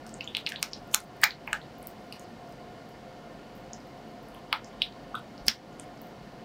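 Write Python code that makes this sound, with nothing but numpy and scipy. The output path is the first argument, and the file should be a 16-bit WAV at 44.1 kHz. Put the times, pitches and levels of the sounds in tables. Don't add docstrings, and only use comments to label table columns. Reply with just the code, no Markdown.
import sys
import numpy as np
from scipy import signal
from scipy.fft import rfft, irfft, next_fast_len
from scipy.io import wavfile
from scipy.ndimage import uniform_filter1d, minimum_filter1d

SR = 44100
rng = np.random.default_rng(int(sys.argv[2]) if len(sys.argv) > 2 else 0)


def generate_wav(sig):
    pcm = np.round(np.clip(np.atleast_2d(sig).T, -1, 1) * 32767).astype(np.int16)
    wavfile.write(sys.argv[1], SR, pcm)


def invert_db(x):
    u = np.asarray(x, float) / 20
    return 10 ** u


N = 284004


def at_hz(points, hz, column=1):
    table = np.array(points)
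    return np.interp(np.log(hz), np.log(table[:, 0]), table[:, column])


def rms_one(x):
    return x / np.sqrt(np.mean(x ** 2) + 1e-20)


def bandpass(x, low_hz, high_hz):
    return signal.sosfilt(signal.butter(2, [low_hz, high_hz], "band", fs=SR, output="sos"), x)


# frequency in Hz, density in dB per Hz.
AIR_SPECTRUM = [(22, -18.5), (33, -20), (43, -6), (69, -11), (135, 0.5), (281, -2), (616, -5.5), (920, -10),
                (1000, -3.5), (2300, -11), (5500, -18.5), (10500, -31), (15700, -31.5), (16100, -61)]
# centre in Hz, width in Hz, boost in dB.
DUCT_MODES = [(41.2, 13, 8), (136, 16, 1), (220, 18, 6.5), (283.7, 10, 5), (517.8, 17, 7.5),
              (709.7, 69, 10.5), (1050, 64, 6), (1415, 54, 7.5), (1800, 50, 7.5), (2140, 86, 6),
              (2970, 190, 5.5), (4550, 1100, 4.5)]
HUM_DB = -43.5


def hum():
    size = next_fast_len(N)
    hz = np.maximum(np.arange(size // 2 + 1) * SR / size, 1)
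    level_db = at_hz(AIR_SPECTRUM, hz)
    for centre_hz, width_hz, boost_db in DUCT_MODES:
        level_db = level_db + boost_db / (1 + (2 * (hz - centre_hz) / width_hz) ** 2)
    spectrum = rfft(rng.standard_normal(size)) * invert_db(level_db)
    return invert_db(HUM_DB) * rms_one(irfft(spectrum, size)[:N])


ATTACK, DECAY = 1.6, 0.85
PITCH_RISE = 0.16


def add_burst(out, start_s, peak_db, hz, length_ms, phase):
    half = max(length_ms, 0.1) * SR / 2000
    u = np.arange(-int(3 * half) - 1, int(10 * half) + 2) / half
    shape = np.where(u < 0, np.exp(-ATTACK * u ** 2), 1 / np.cosh(DECAY * u))
    glide = PITCH_RISE * np.log(np.cosh(u / 2))
    turn = 2 * np.pi * min(hz, 16400) * half / SR * (u + 2 * glide)
    at = np.clip(round(start_s * SR) + np.round(u * half).astype(int), 0, N - 1)
    out[at] += invert_db(peak_db) * shape * np.cos(turn + phase)


# start in seconds, peak level in dB, frequency in Hz, length in ms.
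BOWL_PUSHES = [
    (1.53, -49, 45, 59),
    (1.8, -54, 45, 40),
    (5.42, -46, 40, 22),
    (5.472, -41, 57, 37),
    (5.488, -38.5, 210, 28),
    (6.275, -38, 209, 13),
]


def thuds():
    out = np.zeros(N)
    for row, phase in zip(BOWL_PUSHES, rng.uniform(0, 2 * np.pi, len(BOWL_PUSHES))):
        add_burst(out, *row, phase)
    return out


# time in seconds, hiss level in dB.
BLADE_DRAG = [(0.0, -80), (0.29, -64), (0.57, -69), (0.84, -74.5), (1.24, -72.5), (1.43, -82),
              (2.02, -57.5), (3.26, -84.5), (3.73, -65), (3.95, -86), (4.86, -72.5), (6.44, -68.5)]
CRACKLES_PER_S = 70


def smear():
    drag_s, drag_db = np.transpose(BLADE_DRAG)
    born = rng.random(N) < CRACKLES_PER_S / SR
    size_db = 4.0 * np.minimum(rng.exponential(1, N), 4) - 54.5
    sizes = invert_db(size_db) * rng.choice([-1, 1], N)
    crackles = bandpass(born * sizes + 1e-18, 7000, 16000)
    hiss = rms_one(bandpass(rng.standard_normal(N), 7000, 16000))
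    hiss_db = np.interp(np.arange(N) / SR, drag_s, drag_db) - 10
    return crackles, hiss * invert_db(hiss_db)


# delay in ms, level in dB.
ECHO_DECAY = [(0, -56.5), (2, -29.5), (6, -34), (12, -32.5), (30, -40.5), (50, -49.5), (65, -55),
              (100, -71), (200, -90)]
# frequency in Hz, level in dB, extra loss in dB per second.
ECHO_COLOUR = [(698, 6, -6), (2000, -1, 0), (5000, -3, 33), (9000, -11, 71), (15000, -6.5, 84)]


def echo(x):
    ms = np.arange(SR // 5) / SR * 1000
    edges = 500 * 2 ** np.arange(0, 5.1, 0.5)
    white = rng.standard_normal((2, len(ms)))
    answer = 0
    for k, (low, high) in enumerate(zip(edges, edges[1:])):
        hz = np.sqrt(low * high)
        loss_db = at_hz(ECHO_COLOUR, hz, column=2) * ms / 1000
        band = bandpass(white[k % 2], low, high)
        answer = answer + band * invert_db(at_hz(ECHO_COLOUR, hz) - loss_db)
    envelope = invert_db(np.interp(ms, *np.transpose(ECHO_DECAY)))
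    return signal.oaconvolve(x, answer * envelope)[:N]


# time before the burst in ms, level in dB.
LEAD_IN_SWELL = [(0, -24), (4, -58), (12, -52.5), (25, -69)]


def lead_in(x):
    ms = np.arange(SR // 30) / SR * 1000
    swell = rng.standard_normal(len(ms)) * invert_db(np.interp(ms, *np.transpose(LEAD_IN_SWELL)))
    return signal.oaconvolve(x[::-1], swell)[:N][::-1]


# start in seconds, peak level in dB, cavity frequency in Hz, length in ms,
# mouth snap level in dB.
SHALLOW_POCKETS = [(0.066, -25.5, 4800, 0.19, -42), (.2764, -24, 3250, 1.5, -42.5),
                   (.35, -9.5, 3250, .36, -38.5), (.369, -9.5, 3200, .36, -27),
                   (0.4649, -10, 3780, .36, -55), (0.4718, -15, 2470, .57, -35),
                   (.4908, -22, 5570, 0.28, -40.5), (.6285, -5, 5000, .18, -17),
                   (.9416, -13.5, 3300, .6, -24), (0.9456, -3, 6400, .4, -6),
                   (1.2166, -35.5, 4500, .5, -30.5), (1.236, -3, 1850, 1.7, -40),
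                   (1.2398, -2, 4100, .35, -16), (1.2429, -12, 4600, .4, -19),
                   (1.477, -21.5, 2150, .74, -58), (1.8715, -33.5, 4650, .3, -41.5),
                   (2.196, -32, 6030, 0.42, -37.5), (2.5244, -35.5, 4830, .3, -45),
                   (4.6455, -26.5, 5570, 0.29, -53), (4.8199, -9, 3500, .9, -33),
                   (5.1535, -28, 3500, 2.1, -36), (5.4675, -34, 3300, .4, -29),
                   (5.483, -2.5, 4900, .52, -12), (5.7979, -24, 7800, .24, -49)]
# start in seconds, peak level in dB, cavity frequency in Hz,
# level change from mode to mode in dB, mouth snap level in dB.
DEEP_POCKETS = [
    (0.5217, -31, 2100, -1, -65),
    (0.6286, -30.5, 1300, 0.5, -40.5),
    (.9461, -19, 1300, .5, -29.5),
    (1.2359, -16, 1150, .8, -28),
    (1.477, -33.5, 900, -3.5, -50),
    (1.5309, -13, 1500, -5, -27),
    (4.5284, -15, 1200, .3, -36),
    (5.483, -14, 1800, .8, -30),
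]
CAVITY_MODES = [(1, 0), (1.68, 1), (2.5, 2), (3.4, 3.5)]
# start in seconds, peak level in dB, frequency in Hz, length in ms.
SMALL_BLISTERS = [(0.0567, -33.5, 1427, 1.3), (0.0932, -26.5, 5130, 0.14), (.1415, -26.5, 7100, .35),
                  (.238, -38, 4030, .6), (.2438, -33.5, 6550, .62), (.5601, -19, 3500, .5),
                  (.714, -34.5, 5650, .76), (.722, -33.5, 6030, .27), (.7337, -15.5, 4700, .33),
                  (.914, -34.5, 5660, .55), (.9442, -14, 3700, .9), (1.2308, -30, 3200, .57),
                  (1.233, -24.5, 8200, 0.49), (1.2405, -11, 2150, 7.), (1.3077, -19.5, 3990, .62),
                  (1.616, -29, 3530, .63), (2.246, -34.5, 4110, .37), (2.4757, -36, 5300, .24),
                  (3.7337, -22, 6000, .45), (4.349, -34, 2850, .77), (4.5288, -15, 1050, 2.4),
                  (4.7299, -37.5, 3480, .74), (4.8271, -18, 3900, 0.4), (4.9248, -30.5, 3790, .51),
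                  (5.1455, -21, 1300, 2.6), (5.3793, -29.5, 4500, .4), (5.4901, -10, 2800, 0.33),
                  (5.7292, -38.5, 6030, .3), (5.7975, -30.5, 2763, .49), (5.9753, -36, 5510, .32)]
# start in seconds, peak level in dB, frequency in Hz,
# length in ms.
WHISTLING_NECKS = [(0.2087, -24, 2600, 1.3), (.2087, -27, 4430, .65), (.211, -29, 2580, .72),
                   (.2099, -38, 12580, .16), (0.521, -25, 1750, 1.97), (.5213, -25, 3300, .5),
                   (.6285, -23.5, 2250, 1.2), (.9414, -22, 950, 1.2), (1.2398, -8, 14200, .4),
                   (1.2166, -27.5, 15500, 0.53), (1.2359, -20, 770, 1.9), (1.2398, -9, 6430, .5),
                   (1.474, -36, 14300, .2), (1.5309, -22.5, 7220, 0.47), (1.7538, -40, 5660, .2),
                   (2.1251, -31, 2655, 1.22), (2.1257, -26.5, 4450, .8), (2.1252, -28, 10000, .1),
                   (3.0945, -48, 2196, .6), (1.531, -27, 820, 1.5), (3.3936, -44.5, 2200, .6),
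                   (3.8042, -38, 4650, .5), (4.0852, -45, 13440, .22), (4.5285, -26, 14800, .3),
                   (4.8199, -15, 2850, .9), (4.8199, -25, 4700, .7), (4.8278, -38, 12060, .3),
                   (4.5286, -28, 10200, .3), (5.1533, -35, 2630, 1.2), (5.4824, -19, 15800, .6)]
# start in seconds, peak level in dB, frequency in Hz.
TEARING_FILMS = [(.0679, -39, 8400), (.0764, -38, 12920), (.3862, -44, 11540), (.494, -26.5, 12230),
                 (.502, -30, 8360), (.5952, -38, 14130), (.6258, -34, 12100), (.8746, -40, 12880),
                 (.916, -38, 10700), (.922, -39, 14130), (.9459, -4, 12500), (1.0035, -27, 8750),
                 (1.0405, -38, 13780), (1.1675, -40, 12580), (1.785, -34, 14800), (1.8285, -31, 10000),
                 (1.8715, -17, 14600), (2.4919, -40, 15100), (2.891, -37.5, 12400), (3.5538, -37, 13000),
                 (3.5657, -38, 13090), (3.5782, -39, 12230), (3.873, -41, 13090), (3.9766, -43, 11540),
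                 (4.2292, -39, 13500), (4.2861, -36, 10900), (4.3462, -34.5, 11200), (5.4609, -36.5, 11600),
                 (6.0168, -26, 15000), (6.0708, -37, 13400)]
# frequency in Hz, level in dB.
MOUTH_BANDS = [(8100, -1), (10300, -14.0), (12800, -4.0), (15200, -12)]
CAVITY_CYCLES = 1.98
FILM_MS, SNAP_MS = 0.15, 0.3


def bursts():
    rows = []
    for start_s, peak_db, lowest_hz, step_db, _ in DEEP_POCKETS:
        for ratio, steps in CAVITY_MODES:
            hz = lowest_hz * ratio
            rows.append((start_s, peak_db + steps * step_db, hz, 1000 * CAVITY_CYCLES / hz))
    rows += [row[:4] for row in SHALLOW_POCKETS]
    rows += SMALL_BLISTERS + WHISTLING_NECKS
    rows += [(*row, FILM_MS) for row in TEARING_FILMS]
    for row in DEEP_POCKETS + SHALLOW_POCKETS:
        rows += [(row[0], row[4] + db, hz, SNAP_MS) for hz, db in MOUTH_BANDS]
    out = np.zeros(N)
    phases = rng.normal(np.pi / 2, 0.4, len(rows))
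    for row, phase in zip(rows, phases):
        add_burst(out, *row, phase)
    return signal.sosfilt(signal.butter(4, 750, "high", fs=SR, output="sos"), out + 1e-18)


def scene():
    air = hum()
    crackles, hiss = smear()
    paste = bursts() + crackles
    return (paste + lead_in(paste) + echo(paste) + hiss + thuds() + air)[None]


GATE_DEPTH_DB, GATE_OVER_DB, GATE_KNEE_DB = 10, 10.5, 2.5


def noise_gate(x):
    size = next_fast_len(N)
    spectrum, hz = rfft(x, size), np.arange(size // 2 + 1) * SR / size
    edges = np.append(960 * 2 ** (np.arange(12) / 3), SR)
    out = x.copy()
    for low, high in zip(edges, edges[1:]):
        band = irfft(spectrum * ((hz >= low) & (hz < high)), size)[:N]
        level_db = 10 * np.log10(uniform_filter1d(band ** 2, size=300)[::50] + 1e-12)
        threshold_db = np.median(level_db) + GATE_OVER_DB
        opened = 1 / (1 + np.exp((threshold_db - level_db) / GATE_KNEE_DB))
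        held = -minimum_filter1d(-opened, size=39, origin=19)
        shut = 1 - np.repeat(uniform_filter1d(held, size=7), 50)[:N]
        out += band * (invert_db(-GATE_DEPTH_DB * shut) - 1)
    return out


def band_limit(x):
    return signal.sosfilt(signal.butter(12, 16820, fs=SR, output="sos"), x)


def record(dry):
    over_db = np.maximum(20 * np.log10(np.abs(dry[0]) + 1e-9) + 18, 0)
    fall_db = 94.0 * np.arange(N) / SR
    held_db = np.maximum.accumulate(over_db + fall_db) - fall_db
    duck_db = -0.22 * uniform_filter1d(held_db, size=300, origin=149)
    clipped = np.clip(noise_gate(dry[0])[None] * invert_db(duck_db), -1, 1)
    top_cut = signal.cheby2(10, 50, 16800, fs=SR, output="sos")
    mix = np.clip(signal.sosfilt(top_cut, clipped), -1, 1)
    return band_limit(mix)


dry = scene()
out = record(dry)
generate_wav(out)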